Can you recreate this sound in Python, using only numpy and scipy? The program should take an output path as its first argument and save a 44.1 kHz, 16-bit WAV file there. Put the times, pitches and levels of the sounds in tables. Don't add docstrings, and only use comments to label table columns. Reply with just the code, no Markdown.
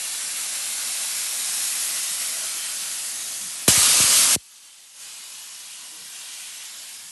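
import sys
import numpy as np
from scipy import signal
from scipy.fft import rfft, irfft, next_fast_len
from scipy.io import wavfile
from scipy.ndimage import uniform_filter1d, minimum_filter1d

SR = 44100
rng = np.random.default_rng(int(sys.argv[2]) if len(sys.argv) > 2 else 0)


def bounce(signal):
    frames = np.transpose(np.atleast_2d(signal))
    limited = np.clip(frames, -1, 1)
    pcm = np.round(limited * 32767).astype(np.int16)
    wavfile.write(sys.argv[1], SR, pcm)


def convert_level_to_amplitude(level_db):
    exponent = np.asarray(level_db, float) / 20
    return 10 ** exponent


N = 313532

# (low edge [Hz], high edge [Hz])
JET_PARTS = [
    (60, 400),
    (400, 1500),
    (1500, 5000),
    (5000, 12000),
]
FLOW_SHARE = [0.13, 0.79, 0.98, 0.89]
BEAM_SHARE = [0.4, 0.32, 0, 1.]
# (time [s], flow level [dB], aim level [dB])
NEARING_FLOW = [(0.0, -36, -0.5), (0.5, -36, 0.1), (0.9, -34, -0.4), (1.4, -34, 0), (1.58, -34, 2.5),
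                (2.1, -34, 0), (2.75, -36, -0.3), (3.1, -38.5, 1), (3.66, -40.3, -0.4)]
# (time [s], flow level [dB], aim level [dB])
BLAST_FLOW = [(3.72, -23, -1), (3.86, -22.5, 0.4), (4.05, -23.5, 0.3), (4.2, -22.5, 0.3), (4.28, -25, 0.1),
              (4.35, -24.5, 1.3)]
# (time [s], flow level [dB], aim level [dB])
PASSING_FLOW = [(4.42, -45.5, 1), (4.55, -44, -0.3), (4.94, -44.6, 0.5), (5.2, -45.5, 0), (5.45, -44, -0.3),
                (6.09, -44.5, -0.5), (6.18, -42, -0.5), (6.55, -41.5, -2), (6.95, -44, -0.5),
                (7.11, -48, 1.5)]
# (frequency [Hz], level [dB per Hz])
NEARING_SPECTRUM = [(43, -42), (86, -22.5), (130, -24.5), (215, -15.5), (300, -18), (440, -21.5),
                    (610, -13.5), (900, -14.5), (1300, -9.5), (2100, -7), (3000, -5.5), (4600, -4),
                    (9900, -0.5), (11500, -1.5)]
# (frequency [Hz], level [dB per Hz])
BLAST_SPECTRUM = [(43, -31), (86, -15), (170, -14.5), (260, -12), (380, -19), (570, -12), (800, -14),
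                  (1200, -6.5), (1500, -8.5), (1900, -7.5), (3000, -4), (5000, -2.5), (7700, 0),
                  (11500, -1.5)]
# (frequency [Hz], level [dB per Hz])
PASSING_SPECTRUM = [(43, -34), (86, -18), (130, -20), (215, -13.5), (300, -16), (430, -17.5), (650, -13),
                    (900, -8), (1500, -7), (2300, -4.5), (2900, -0.5), (4000, -0.9), (7700, 0.5),
                    (11500, -0.5)]
# (time [s], delay [ms], share [0-1])
PLATFORM_BOUNCE = [(0, .605, .11), (.8, .62, .14), (1.5, .65, .1), (2.3, .66, .05), (2.45, .53, .03),
                   (2.7, .53, .07), (4.4, .54, .05), (7.11, .5, .02)]
# (time [s], length [s], frequency [Hz], bandwidth [Hz], level [dB])
PIPE_MOANS = [(2.29, 0.22, 638, 50, -52), (2.56, 0.19, 3120, 130, -42), (3.13, 0.2, 3750, 120, -44.5),
              (3.39, 0.12, 186, 23, -55), (4.499, .45, 2990, 360, -62), (4.961, 0.22, 2950, 500, -56),
              (5.9, 0.084, 320, 8, -62.5), (5.9, .16, 474, 8, -65.5), (5.93, 0.18, 175.6, 60, -64),
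              (6.11, .12, 2670, 180, -52), (7.02, 0.1, 175, 18, -66), (0.0, .75, 1600, 150, -49.5),
              (2.3, .5, 2150, 130, -51), (2.701, .3, 4700, 900, -43), (3.15, .4, 6600, 860, -39.5),
              (5.301, .25, 1750, 80, -62), (6.0, .3, 1650, 80, -59), (6.6, .5, 1650, 81, -58),
              (6.599, .3, 3200, 400, -54)]
# (time [s], level [dB], top frequency [Hz])
MEMBRANE_POPS = [
    (3.6806, -1.5, 720),
    (3.6962, -21, 280),
    (3.7702, -17, 190),
    (3.9995, -15, 380),
    (4.0346, -22, 330),
    (4.3591, -13.5, 620),
]
# (time [s], level [dB])
GAIN_HOLD = [
    (4.935, -9),
    (5.015, -.1),
]
BAND_SPLITS = [49, 136, 380, 1060]
# (frequency [Hz], level [dB])
BAND_EDGE = [(11500, -0.04), (11700, -3), (11850, -7.5), (12000, -10), (12100, -12), (12250, -15),
             (12350, -70.5)]

BLAST_ON_S, BLAST_OFF_S = 3.6793, 4.3554
OVERSHOOT_DB, BITE_S = 9, 0.018
DREGS_DB, DREGS_S, DREGS_DB_PER_S = -10.5, 0.0066, -900
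MOAN_RISE = 0.031
VENT_HZ = 69
SPLIT_DAMPING = 1.06
LIMITER_CEILING = .86
FRAME_SHIFT = 169


def evened(x):
    return x / np.sqrt(np.mean(x ** 2) + 1e-20)


def read(points, hz):
    f, value = np.transpose(points)
    return np.interp(np.log(hz + 1), np.log(f + 1), value)


def add(mix, s, sound):
    part = mix[round(s * SR):][:len(sound)]
    part += sound[:len(part)]


def echoes(hz, t, share):
    s, delay_ms, back = np.transpose(PLATFORM_BOUNCE)
    back = np.clip(np.interp(t, s, back), 0, 1)
    bounce_s = np.interp(t, s, delay_ms) / 1000
    path = 1 - back * np.exp(-2j * np.pi * np.outer(hz, bounce_s))
    column = hz[:, None]
    dull = share / (1 + (column / 5400.0) ** 2)
    dull = dull / (1 + (900 / (column + 1)) ** 4)
    for start, drift, sign in rng.random((6, 3)):
        rolling = 1 + 0.4 * (drift - .5) * (t - t[0])
        delay = (1.5 + 5.5 * start) * rolling / 1000
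        path += dull * np.sign(sign - .5) * np.exp(-2j * np.pi * np.outer(hz, delay))
    return path / np.sqrt(1 + back ** 2 + 6 * dull ** 2)


def jet(start, end, rows, colour, patchy_db, flicker_db, echo_share):
    frames = round((end - start) * SR) // 256 + 5
    hz = np.fft.rfftfreq(1024, 1 / SR)
    t = start + np.arange(frames) * 256 / SR
    a, b, patches = rng.standard_normal((frames, 513, 3)).T
    noise = a + 1j * b
    patches = uniform_filter1d(patches, size=14, axis=0)
    patches = evened(uniform_filter1d(patches, size=12, axis=1))
    sputter = evened(uniform_filter1d(rng.standard_normal(frames), size=5))

    s, flow_db, aim_db = np.transpose(rows)
    mean_flow_db = flow_db.mean()
    colour_db = read(colour, hz) - 40 * (hz == 0)
    rush_low, rush_high = JET_PARTS[2]
    rush = (hz >= rush_low) & (hz < rush_high)
    rush_db = 10 * np.log10(np.sum(convert_level_to_amplitude(colour_db[rush]) ** 2))
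    colour_db += mean_flow_db - rush_db

    field_db = colour_db[:, None] + patchy_db * patches + flicker_db * sputter
    centres = [np.sqrt(low * high) for low, high in JET_PARTS]
    follow = read(list(zip(centres, FLOW_SHARE)), hz)
    beaming = read(list(zip(centres, BEAM_SHARE)), hz)
    field_db += np.outer(follow, np.interp(t, s, flow_db - mean_flow_db))
    field_db += np.outer(beaming, np.interp(t, s, aim_db))

    plain = signal.istft(noise, nperseg=1024, noverlap=768)[1]
    unit = np.sqrt(np.mean(plain ** 2) / 513)
    z = noise * convert_level_to_amplitude(field_db) * echoes(hz, t, echo_share)
    out = np.zeros(N)
    add(out, start, signal.istft(z, nperseg=1024, noverlap=768)[1] / unit)
    return out


def moans():
    out = np.zeros(N)
    for s, length, hz, width, db in PIPE_MOANS:
        size = round(length * SR)
        chance = rng.standard_normal((SR, 2)) @ [1, 1j]
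        waver = signal.lfilter([1], [1, -np.exp(-np.pi * width / SR)], chance)
        steady = min(1, 11.0 / width)
        waver = steady + (1 - 0.56 * steady) * waver[-size:] / np.std(waver)
        glide_hz = hz * (1 + MOAN_RISE * np.linspace(-.5, .5, size))
        turns = np.cumsum(glide_hz) / SR
        tone = (waver * np.exp(2j * np.pi * turns)).real
        swell = signal.windows.tukey(size, .6)
        add(out, s, convert_level_to_amplitude(db) * np.sqrt(2) * tone * swell)
    return out


def pops():
    out, t = np.zeros(N), np.arange(1500) / SR
    for s, db, top_hz in MEMBRANE_POPS:
        u = 2 * np.pi * top_hz * t
        push = (np.e * u / 3) ** 3 * np.exp(-u)
        add(out, s, -convert_level_to_amplitude(db) * push)
    vent = signal.butter(2, VENT_HZ, "high", fs=SR, output="sos")
    return signal.sosfilt(vent, signal.sosfilt(vent, out))


def scene():
    t = np.arange(N) / SR
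    since_on = np.maximum(t - BLAST_ON_S, 0)
    since_off = t - BLAST_OFF_S
    before = t < BLAST_ON_S
    after = (since_off > 0) * convert_level_to_amplitude(np.interp(t, *np.transpose(GAIN_HOLD)))

    overshoot_db = OVERSHOOT_DB * np.exp(-since_on / BITE_S)
    dregs_db = DREGS_DB + DREGS_DB_PER_S * np.maximum(since_off, 0)
    blast = convert_level_to_amplitude(np.where(since_off < 0, overshoot_db, dregs_db))
    blast = blast * (since_on > 0) * (since_off < DREGS_S)

    lead = 1024 / SR
    steam = before * jet(0, BLAST_ON_S, NEARING_FLOW, NEARING_SPECTRUM, 0.79, 0.3, 0.11)
    steam += blast * jet(BLAST_ON_S - lead, BLAST_OFF_S + DREGS_S, BLAST_FLOW, BLAST_SPECTRUM,
                         1.0, 0.43, 0.029)
    steam += after * jet(BLAST_OFF_S - lead, N / SR, PASSING_FLOW, PASSING_SPECTRUM, 1.22, 0.43, 0.15)
    return (steam + moans() + pops())[None]


def ragged_top(x, drop_db):
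    edge_hz = BAND_EDGE[0][0]
    padded = np.pad(x, ((0, 0), (FRAME_SHIFT, 0)))
    hz, t, z = signal.stft(padded, SR, "cosine", nperseg=2048, noverlap=1024)
    below_edge = (hz > 10500) & (hz < edge_hz)
    level = np.sqrt(np.mean(abs(z[:, below_edge]) ** 2, 1, keepdims=True))
    strong = (abs(z) > convert_level_to_amplitude(drop_db) * level) | (hz < edge_hz)[:, None]
    kept = uniform_filter1d(1. * strong, size=3, axis=1) > 0
    out = signal.istft(z * kept, SR, "cosine", nperseg=2048, noverlap=1024)[1]
    return out[:, FRAME_SHIFT:FRAME_SHIFT + N]


def low_pass(x):
    return signal.sosfilt(signal.butter(12, 12780, fs=SR, output="sos"), x)


def record(dry):
    size = next_fast_len(N + SR // 2)
    hz = np.fft.rfftfreq(size, 1 / SR)
    low_cut = 1 / np.sqrt(1 + (55 / (hz + 1)) ** 4)
    path = convert_level_to_amplitude(read(BAND_EDGE, hz)) * low_cut + 0j
    for split in BAND_SPLITS:
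        s = 1j * hz / split
        path *= (s * s - SPLIT_DAMPING * s + 1) / (s * s + SPLIT_DAMPING * s + 1)
    x = irfft(rfft(dry, size) * path, size)[:, :N]
    gain = minimum_filter1d(np.minimum(1, LIMITER_CEILING / (abs(x) + 1e-9)), size=129)
    limited = x * uniform_filter1d(gain, size=129)
    mix = ragged_top(limited, -5.5)
    return low_pass(mix)


dry = scene()
out = record(dry)
bounce(out)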